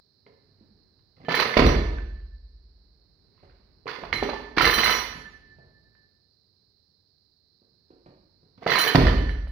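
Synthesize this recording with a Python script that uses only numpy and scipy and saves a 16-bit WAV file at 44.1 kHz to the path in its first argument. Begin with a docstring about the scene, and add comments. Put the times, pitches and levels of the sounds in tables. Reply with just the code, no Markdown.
"""A hard-walled gym: a lifter snatches a loaded barbell, lowers it to the platform and snatches again.
Loose plates clatter on steel sleeves: impulses excite short hub modes, and long decaying tones ring in the steel.
Shoes and rubber rims thud on the wooden floor as damped tones and filtered noise; its low modes boom and beat.
The contacts excite a diffuse tail, over a low rumble and a narrow band of microphone hiss of shaped noise."""
import sys
import numpy as np
from scipy import signal
from scipy.fft import rfft, irfft
from scipy.io import wavfile
from scipy.ndimage import uniform_filter1d

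SR = 44100
rng = np.random.default_rng(int(sys.argv[2]) if len(sys.argv) > 2 else 0)


def to_wav(s):
    """Save 16-bit WAV."""
    ch = np.atleast_2d(s).T  # columns
    pcm = np.round(np.clip(ch, -1, 1) * 32767)  # PCM
    wavfile.write(sys.argv[1], SR, pcm.astype(np.int16))


N = 419391  # samples

# Rumble spectrum. Each row: frequency in Hz, relative spectral level in dB.
RUMBLE_SPECTRUM = [(15, -59.5), (25, -27), (64, -15), (98, -6.5), (124, -13), (345, -22), (413, -19),
                   (525, -28.5), (1320, -37.5), (1710, -35.5), (3000, -51.5), (3900, -83), (6600, -120)]
# Microphone hiss spectrum. Each row: frequency in Hz, relative spectral level in dB.
HISS_SPECTRUM = [(1880, -58.5), (3200, -27.5), (3710, -14), (3940, -2.5), (4130, 2.5), (5370, -12),
                 (6270, -32.5), (10900, -32), (14000, -33), (15200, -23), (16000, -27.5)]
# Movement of the lifter that stirs the rumble. 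Each row: time in seconds, added level in dB.
STIR = [(0, 0.5), (0.598, 9.5), (1.1, 5.5), (3.101, 6), (3.45, 9.5), (3.799, 10), (5.6, 12), (6.3, 1),
        (7.4, -1), (7.999, 4), (8.5, 4.5), (9.51, 8.5)]
# Balance of the background noise. Each row: frequency in Hz, left over right in dB.
NOISE_LEAN = [(60, -4.5), (180, 1), (550, -6), (1650, 1), (4970, -23.5), (15000, 11)]
# Floor and room modes. Each row: frequency in Hz, relative level in dB, decay time T60 in seconds.
BOOM_MODES = [(31.2, -9, .8), (45.7, 0, 1.75), (54.7, -6, 1.9), (64.9, -3, 1.8), (73.4, -5, .75),
              (86, -7, 1.0), (95.3, -7, 1.1), (110, -9, .9)]
# Full weight landing on the boards. Each row: time in seconds, boom excitation in dB.
LANDINGS = [(0.638, -66), (1.568, -15), (3.43, -55), (4.029, -42), (4.128, -35.5), (4.572, -31),
            (4.782, -35), (5.583, -62.5), (7.904, -70), (8.062, -67.5), (8.663, -61), (8.975, -13.5)]
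# Shoes and rubber rims on the floor.
# Each row: start in seconds, thud level in dB, pitch in Hz, level of the boards' shudder in dB.
THUDS = [(0.263, -45, 440, -77.5), (0.609, -73.5, 233, -48), (1.17, -53, 156, -53.5),
         (1.201, -47, 342, -47.5), (1.238, -43.5, 358, -45), (1.284, -20.5, 455, -49),
         (1.455, -22, 458, -42), (1.568, -6, 453, -18), (1.594, -9, 343, -21), (1.619, -14.5, 133, -21),
         (1.658, -30.5, 92, -14.5), (3.429, -48, 93, -52.5), (3.857, -32.5, 426, -61),
         (3.985, -34, 482, -43.5), (4.03, -34.5, 420, -45.5), (4.126, -33, 150, -29),
         (4.225, -15.5, 412, -50), (4.572, -17.5, 345, -32), (4.629, -22, 450, -28),
         (4.778, -24, 222, -38.5), (5.149, -41.5, 171, -38.5), (5.585, -47, 141.1, -56),
         (7.618, -55.5, 356.4, -70), (7.904, -44, 358, -59), (8.06, -45, 333.4, -44.5),
         (8.429, -53.5, 149, -61.5), (8.577, -48.5, 195.5, -51.5), (8.62, -36.5, 443, -56.5),
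         (8.662, -17.5, 455, -60.5), (8.714, -30, 414, -53.5), (8.862, -22.5, 450, -52),
         (8.948, -9.5, 376, -7), (8.98, -23.5, 148, -12), (9.029, -31.5, 283, -14.5), (9.07, -48, 92, -20),
         (9.14, -40, 137, -28)]
# Reverberation of the room. Each row: band centre in Hz, decay time T60 in seconds.
ROOM_DECAY = [(80, 0.11), (200, 0.86), (500, 0.74), (1200, 0.72), (3000, 0.73), (7000, 0.74), (14000, 0.56)]
# Left-right likeness of the diffuse tail. Each row: frequency in Hz, likeness from 0 to 1.
TAIL_LIKENESS = [(60, 0.92), (180, 0.95), (550, 0.77), (1650, 0.3), (4970, 0.1), (15000, .1)]
# Balance of the bar and plates. Each row: frequency in Hz, left over right in dB.
BAR_LEAN = [(60, 2), (150, 0.5), (380, -5.5), (950, -12.5), (2380, -7.5), (5980, -12.5), (9000, 4),
            (15000, 1.5)]
# Jolts that shake the plates loose on the sleeves.
# Each row: start in seconds, length in seconds, shake level at the start in dB, shake level at the end in dB.
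JOLTS = [(1.163, 0.096, -63.5, -54.5), (1.283, 0.13, -27, -16), (1.559, 0.13, -22, -23),
         (3.314, 0.088, -78.5, -62), (3.416, 0.28, -63, -75), (3.873, 0.19, -30, -45.5),
         (4.13, 0.087, -37, -36.5), (4.222, .17, -38, -43), (4.564, 0.1, -21, -15),
         (4.776, .14, -17.5, -17.5), (8.569, 0.071, -62, -48.5), (8.665, .13, -21, -17.5),
         (8.825, .07, -18, -23.5), (8.949, 0.13, -29, -24.5)]
# The whole stack slapping together as the bar stops short. Each row: time in seconds, shake level in dB.
SLAPS = [(1.567, -7.5), (4.128, -33), (4.228, -29), (8.948, -6)]
# Spectrum of the plates' contact noise. Each row: frequency in Hz, relative spectral level in dB.
CLATTER_SPECTRUM = [(88, -47.5), (150, -17), (475, -5), (1420, 0.5), (2060, -5), (2400, -1), (3840, -7.5),
                    (4160, -11), (4410, -4), (5910, -18.5), (9080, -76.5), (9630, -25), (10800, -55.5),
                    (12400, -28), (16000, -38.5)]
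# Short modes of the plate hubs. Each row: frequency in Hz, relative level in dB, decay time T60 in seconds.
HUB_MODES = [(455, -2, 0.033), (760, -13, 0.024), (993, -7.5, 0.015), (1310, -0.5, 0.017), (1550, -4, 0.03),
             (1860.5, 0, 0.034), (2060, 0.5, 0.031), (2243, -4, 0.036), (3004, -11.5, 0.029),
             (3350, -16, 0.064), (4670, -16, 0.017)]
# Ringing tones of bar and sleeves, one list a family, upward in pitch;
# in the last list also clusters of high shimmer.
# Each row: frequency in Hz, relative level in dB, decay time T60 in seconds.
STEEL_FAMILIES = [
    [(1753, -8, 1.4), (1761, -3, 1.8), (1773, -12.5, 1.8)],
    [(2980, -6, 0.15), (3093, -6.5, .2)],
    [(4072, 4.5, 0.22), (4190, -10, 0.16)],
    [(5780, 0, 0.9), (6916, -9, 0.51), (7540, -24.5, 0.13), (7840, -25.5, .2)],
    [(9760, -3, 0.25), (9900, 2, 0.16), (10410, -13.5, 0.72), (11480, -14.5, 0.63), (13200, -10, 0.17),
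     (13000, -8, .2), (12200, -9.5, .15), (14010, -3.5, .2), (14830, 0.5, .27), (14930, -2, .15),
     (15120, 0.5, .2), (15400, -2.5, .15)],
]
# Offset of each steel family's ring. Each entry: added level in dB.
FAMILY_DB = [0.21, 2.8, 2, -1.1, -1.7]
# The hands tighten on the bar and still its ring. Each entry: time in seconds.
GRIPS = [2.37, 6.04]
# Plate and sleeve knocks, and moments when the steel's ring swells or sinks to a new level.
# Each row: start in seconds, knock level in dB, pitch in Hz,
# base level of the steel's ring in dB, dullness in dB lost a family upward,
# place of the emphasis (0 bar, 1 collar, 2 sleeve, 3 sleeve end).
KNOCKS = [(0.265, -50, 2110, -74.5, 7, 2.1), (0.992, -62, 3950, -90, 4, 3.4),
          (1.249, -42, 2130, -51, 8.3, 0.78), (1.284, -18.5, 647, -26, 13, 1.5),
          (1.31, -18, 2250, -36, 6.3, 1.4), (1.342, -14.5, 1827, -30, 3.4, .1),
          (1.364, -19, 2130, -36.5, 3.5, 2.4), (1.393, -14, 1550, -29.5, 3.9, .1),
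          (1.409, -29, 2080, -34, 5.1, 2.24), (1.459, -25.5, 2060, -48, 2.2, 1.1),
          (1.499, -30.5, 2190, -42.5, 4.3, .1), (1.54, -21.5, 2080, -48, 5.6, 1.1),
          (1.57, -11, 610, -33, 12, 1.1), (1.591, -12, 590, -54, 6, .9), (1.654, -28, 646, -36, 3.4, 2.46),
          (1.749, -22.5, 1756, -39, 9.3, 1.6), (1.984, -37.5, 1550, -64, 9.5, .1),
          (2.2, -58.5, 1743, -69, 13, 0.11), (3.378, -60, 1050, -90, 4, 0.57),
          (3.433, -54, 603, -90, 3.7, 1.6), (3.497, -59, 1496, -90, 4, 0.57),
          (3.868, -28.5, 1076, -39, 11.5, 1.7), (3.888, -25, 1460, -46, 9.9, 1.8),
          (4.036, -25, 670, -55, 12, 1.9), (4.128, -13.5, 2150, -33, 6.4, 2.6),
          (4.151, -25.5, 2050, -40, 3.7, 1.8), (4.226, -16, 757, -42, 5.3, 3.34),
          (4.289, -22, 575, -40, 9.8, 2.2), (4.333, -24.5, 896, -40.5, 10.5, 2.4),
          (4.573, -16.5, 1710, -27, 6.7, 2.1), (4.582, -8, 2310, -38, 4.5, 1.1),
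          (4.609, -10, 1334, -30.5, 2.9, 1.1), (4.645, -9, 2060, -23, 4.2, 1.27),
          (4.666, -7, 1817, -29, 3, .1), (4.698, -14.5, 2060, -32.5, 1.5, 1.5),
          (4.73, -14, 1740, -31, 0.46, 1.4), (4.784, -13.5, 1930, -28, 2.6, 1),
          (4.834, -13.5, 2060, -33, 0.72, 1.75), (4.859, -13.5, 1980, -32, 2.1, 1.1),
          (4.895, -16, 1310, -32.5, 1.4, 1.3), (4.939, -22.5, 2060, -38.5, 1.85, 3.04),
          (4.988, -21, 1730, -44, 1.5, 3.4), (5.119, -48, 1800, -53.5, 7.7, 0.11),
          (5.246, -57.5, 1766, -52.5, 11, 0.12), (5.951, -60.5, 1760, -71.5, 12, .1),
          (8.064, -59.5, 708, -88, 3.3, 2), (8.626, -32, 700, -65, 10, 2),
          (8.665, -14.5, 674, -38, 7.1, .8), (8.698, -17.5, 1980, -30, 4.5, 1.75),
          (8.717, -17.5, 1940, -33.5, 3.4, 1), (8.751, -17, 1700, -32, 3.1, 1.8),
          (8.779, -10.5, 1850, -30, 0.66, 1.25), (8.802, -22, 1520, -30, 0.29, 1.65),
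          (8.837, -27, 1830, -37.5, 0.27, 0.11), (8.868, -17, 1690, -29.5, 2, 0.79),
          (8.898, -25, 1820, -38, 2.7, 0.63), (8.948, -9.5, 720, -38, 12, 1.5),
          (9.068, -19.5, 1760, -33.5, 7.5, 0.86), (9.169, -27.5, 1920, -42, 6.6, 0.85),
          (9.293, -32.5, 1770, -49, 5.6, 1.5), (9.471, -39, 576, -57.5, 5.1, 2.4)]

RUMBLE_DB, HISS_DB = -74, -70.5
BUILD_T60 = 0.14  # s, how fast the room fills with the boom
FLOOR_WET_DB = .5  # diffuse tail against direct sound for the blows on the floor
FEET_LAG = 15  # samples by which the left port hears the floor late
SLAP_S, SETTLE_DB_PER_S = 0.009, 217.5  # length of a slap; how fast the plates come to rest after a jolt
REBOUND_DB, REBOUND_S = -8.5, .011  # every row of KNOCKS adds a brief, dying rattle of the plates
TICKS_PER_S, GRIT_S = 700, 0.0039  # mean rate of ticks; decay constant of one tick's scrape
NEAR_DB, REACH = 9, 0.59  # the family at the given place rings louder; reach in families
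GRIP_DB_PER_S = 92  # extra decay of the gripped bar
SOFT_HZ = 1000  # a row below this pitch sets the ring's level without turning its phase
KNOCK_SIDE_DB, KNOCK_SCATTER_DB = 1, 4.5  # mean left-right lean of the knocks and its spread
EDGE_HZ = 15900  # cutoff of the band limit


def amp(db):
    """A level in decibels is twenty times the logarithm of an amplitude ratio."""
    return 10 ** (np.asarray(db) / 20)


def evened(x):
    """Division by the root mean square gives a signal unit power."""
    return x / np.sqrt(np.mean(x ** 2) + 1e-20)


def read(points, hz):
    """A spectrum given at points is interpolated along logarithmic frequency."""
    f, value = np.transpose(points)
    return np.interp(np.log(hz + 1), np.log(f + 1), value)


def add(mix, s, sound):
    """Superposition: sounds add linearly, here from the given second onward."""
    part = mix[..., round(s * SR):][..., :sound.shape[-1]]
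    part += sound[..., :part.shape[-1]]


def ring(blows, hz, t60):
    """Modal resonance: a complex pole answers every impulse with an exponentially dying sine."""
    pole = np.exp((2j * np.pi * hz - np.log(1000) / t60) / SR)
    return signal.lfilter([1], [1, -pole], blows).imag


def noise_pair(size, likeness, lean):
    """Partial coherence: mixing shared and independent noise spectra sets the likeness of the two ports."""
    hz = np.fft.rfftfreq(size, 1 / SR)
    a, b, c, d = rng.standard_normal((4, len(hz)))
    shared, separate = a + 1j * b, c + 1j * d
    like = np.clip(read(likeness, hz), 0, 1)
    spectra = np.array([shared, like * shared + np.sqrt(1 - like ** 2) * separate])
    return hz, spectra * amp(np.outer([.5, -.5], read(lean, hz)))


def colour(points):
    """Minimum phase: the Hilbert transform of log gain yields a causal filter, scaled to unit energy."""
    hz = abs(np.fft.fftfreq(4096, 1 / SR))
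    log_gain = np.log(amp(np.maximum(read(points, hz), -100)))
    taps = np.fft.ifft(np.exp(np.conj(signal.hilbert(log_gain)))).real[:2048]
    return taps / np.linalg.norm(taps)


def burst(hz, cycles, noisy, crack):
    """Impact excitation: a heavily damped tone mixed with contact noise, scaled to peak 1."""
    turns = hz * np.arange(len(crack)) / SR
    tone = np.sin(2 * np.pi * turns) * np.exp(-turns / cycles) * -np.expm1(-turns / .3)
    blow = (1 - noisy) * tone + noisy * crack
    return blow / abs(blow).max()


def background():
    """Stationary noise shaped in frequency: steady hiss, and a rumble modulated in level by movement."""
    hz, spectra = noise_pair(N, [(50, 0.67), (300, 0.64), (1000, .4), (4000, 0.25)], NOISE_LEAN)
    rumble = irfft(spectra * amp(read(RUMBLE_SPECTRUM, hz)), N)
    hiss = irfft(spectra * amp(read(HISS_SPECTRUM, hz)), N)
    stir_db = np.interp(np.arange(N) / SR, *np.transpose(STIR))
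    rumble = amp(RUMBLE_DB + stir_db) * rumble / np.std(rumble.mean(0))
    return rumble + amp(HISS_DB) * hiss / np.std(hiss.mean(0))


def room(x, wet_db):
    """Reverberation: direct sound, then a diffuse tail whose bands decay at their own rates."""
    size = 2 * SR
    hz, spectra = noise_pair(size, TAIL_LIKENESS, [(1, 0.0077), (2, 0.00086)])
    t, tail = np.arange(size) / SR, 0
    for k, (_, t60) in enumerate(ROOM_DECAY):
        # each band is full at its own centre and fades to nothing at its neighbours'
        band = read([(f, float(j == k)) for j, (f, _) in enumerate(ROOM_DECAY)], hz)
        tail = tail + irfft(spectra * band, size) * amp(-60 * t / t60)
    tail *= np.clip((t - .004) / 0.011, 0, 1)  # silent for 4 ms, then rising over 11 ms
    tail /= np.linalg.norm(tail[0])
    return x + amp(wet_db) * signal.fftconvolve(x, tail, axes=1)[:, :N]


def boom():
    """Modal superposition: floor modes start together, build up as the room fills, and beat."""
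    weight = np.zeros(N)
    for s, db in LANDINGS:
        weight[round(s * SR)] = amp(db)
    modes = sum(amp(db) * (ring(weight, hz, t60) - ring(weight, hz, BUILD_T60)) for hz, db, t60 in BOOM_MODES)
    return uniform_filter1d(modes, size=150)  # a soft sole: the blow lasts some milliseconds


def thuds():
    """Soft impact: a long contact excites only low frequencies, a dull tone and a shudder of the boards."""
    out = np.zeros(N)
    grit = rng.standard_normal((len(THUDS), 4000)) * np.exp(-np.arange(4000) / (0.016 * SR))
    dull = signal.butter(2, [120, 650], "band", fs=SR)
    deep = signal.butter(2, [70, 320], "band", fs=SR)
    for (s, db, hz, shudder_db), g in zip(THUDS, grit):
        crack = evened(signal.lfilter(*dull, g)) / 5
        shudder = signal.lfilter(*deep, g)
        add(out, s, amp(db) * burst(hz, 2.7, 0.38, crack))
        add(out, s, amp(shudder_db) * shudder / abs(shudder).max())
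    return out


def leaned(x):
    """Level difference: the two microphone ports hear the bar unequally, by frequency."""
    hz = np.fft.rfftfreq(N, 1 / SR)
    return irfft(rfft(x) * amp(np.outer([.5, -.5], read(BAR_LEAN, hz))), N)


def shaking():
    """Forced and free motion: each jolt drives the plates for its length, then their shaking decays."""
    t, out = np.arange(N) / SR, np.zeros(N)
    for s, length, start_db, end_db in JOLTS:
        held_db = np.interp(t, [s, s + length], [start_db, end_db])
        settled_db = SETTLE_DB_PER_S * np.maximum(t - s - length, 0)
        out = np.maximum(out, (t >= s) * amp(held_db - settled_db))
    for s, db in SLAPS:
        out = np.maximum(out, amp(db) * (t >= s) * (t < s + SLAP_S))
    for s, db, *_ in KNOCKS:
        add(out, s, amp(db + REBOUND_DB) * np.exp(-t[:SR // 5] / REBOUND_S))
    return uniform_filter1d(out, size=201, origin=100)  # averages only backward in time


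def chatter():
    """Random impacts of loose plates: each tick is a gritty click and excites one hub mode."""
    size = amp(3. * np.minimum(rng.exponential(1, N), 2.3))
    struck = rng.random(N) < TICKS_PER_S / SR
    ticks = evened(size * rng.choice([-1, 1], N) * struck) * shaking()
    hub, side = rng.integers(0, len(HUB_MODES), N), rng.random((2, N))
    rings = sum(amp(db) * ring(ticks * (hub == k) * side, hz, t60)
                for k, (hz, db, t60) in enumerate(HUB_MODES))
    scrape = rng.standard_normal((2, 2000)) * np.exp(-np.arange(2000) / (GRIT_S * SR))
    scrape /= np.linalg.norm(scrape[0])
    scrape = signal.fftconvolve(scrape, colour(CLATTER_SPECTRUM)[None], axes=1)
    clicks = signal.oaconvolve(ticks * side, scrape, axes=1)[:, :N]
    return amp(-8) * clicks + amp(-20.5) * rings


def steel():
    """Exponential decay of ringing tones: each row sets a new ring level; hard knocks also restart the phase."""
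    s, _, pitch, *_ = np.array(KNOCKS).T
    t = np.arange(N) / SR
    coarse = t[::64]
    last = np.maximum(np.searchsorted(s, coarse) - 1, 0)  # the latest row at each coarse step
    age, out = coarse - s[last], np.zeros((2, N))
    # seconds since the hands tightened, until the next row
    gripped = np.max([(coarse - g) * (s[last] < g) for g in GRIPS], axis=0).clip(0)
    hard = np.maximum.accumulate(np.arange(len(s)) * (pitch > SOFT_HZ))[last]  # latest row above SOFT_HZ
    swell = np.hanning(11) / 5  # the new ring takes over in about 10 ms
    ring_db, dull_db, place = np.array(KNOCKS)[last, 3:].T
    for family, tones in enumerate(STEEL_FAMILIES):
        near_db = NEAR_DB * np.exp(-((family - place) / REACH) ** 2)
        level_db = ring_db - family * dull_db + FAMILY_DB[family] + near_db
        for hz, db, t60 in tones:
            # each row above SOFT_HZ draws another phase and another share
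            phase, skew, share = rng.random((len(s), 3))[hard].T
            decay_db = 60 * age / t60 + GRIP_DB_PER_S * gripped
            size = amp(level_db + db + 4.7 * (share - .5) - decay_db) * (age > 0)
            turn = np.exp(2j * np.pi * hz * t)
            # the sleeves spin and sway, so each tone flutters
            sway = rng.standard_normal((2, len(coarse)))
            sway = uniform_filter1d(uniform_filter1d(sway, size=45), size=45)
            flutter = 1 + .22 * (evened(sway[0]) + 1j * evened(sway[1]))
            for port in (0, 1):
                z = size * flutter * np.exp(2j * np.pi * (phase + .4 * port * skew))
                envelope = np.convolve(z, swell)[:len(z)]
                out[port] += (turn * np.interp(t, coarse, envelope)).real
    return out


def knocks():
    """Impact of plate on sleeve: a crack, a damped tone, and the hub modes nearest that tone."""
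    out, taps, t = np.zeros((2, N)), colour(CLATTER_SPECTRUM), np.arange(3000) / SR
    grit = rng.standard_normal((len(KNOCKS), 3000)) * np.exp(-t / 0.0031)
    phases = rng.random((len(KNOCKS), len(HUB_MODES)))
    sides = KNOCK_SIDE_DB + KNOCK_SCATTER_DB * rng.standard_normal(len(KNOCKS))
    for (s, db, hz, *_), g, phase, side_db in zip(KNOCKS, grit, phases, sides):
        hubs = 0
        for (f, hub_db, t60), p in zip(HUB_MODES, phase):
            far_db = 17 * abs(np.log2(f / hz))  # 17 dB lost an octave away from the tone
            hubs = hubs + amp(hub_db - far_db - 60 * t / t60) * np.sin(2 * np.pi * (f * t + p))
        hubs = hubs * -np.expm1(-t / 0.000588)
        # a low knock is a soft contact, and its crack is dull
        soft = signal.butter(2, min(1.6 * hz, 7000), fs=SR)
        crack = signal.lfilter(*soft, np.convolve(g, taps)[:3000])
        knock = burst(hz, 0.0039 * hz, 0.538, evened(crack) / 16) + amp(-8) * hubs
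        add(out, s, knock * amp(db + np.array([[side_db / 2], [-side_db / 2]])))
    return signal.sosfilt(signal.butter(4, 6500, fs=SR, output="sos"), out)  # the knocks are dull above 6.5 kHz


def scene():
    """Linear superposition of background, floor and barbell at the two microphone ports."""
    blows = thuds()
    feet = room(np.array([blows, blows]), FLOOR_WET_DB) * amp([[-1.5], [1.5]])
    feet = feet + boom() * amp([[-.4], [.4]])
    feet[0] = np.roll(feet[0], FEET_LAG)
    barbell = room(chatter() + knocks(), -4.0) + room(steel(), -9.5)
    return background() + feet + leaned(barbell)


def record(dry):
    """Band limitation: a linear-phase low-pass removes the top."""
    taps = signal.firwin(511, EDGE_HZ, window=("kaiser", 9), fs=SR)
    return signal.oaconvolve(dry, taps[None], "same")


dry = scene()
out = record(dry)
to_wav(out)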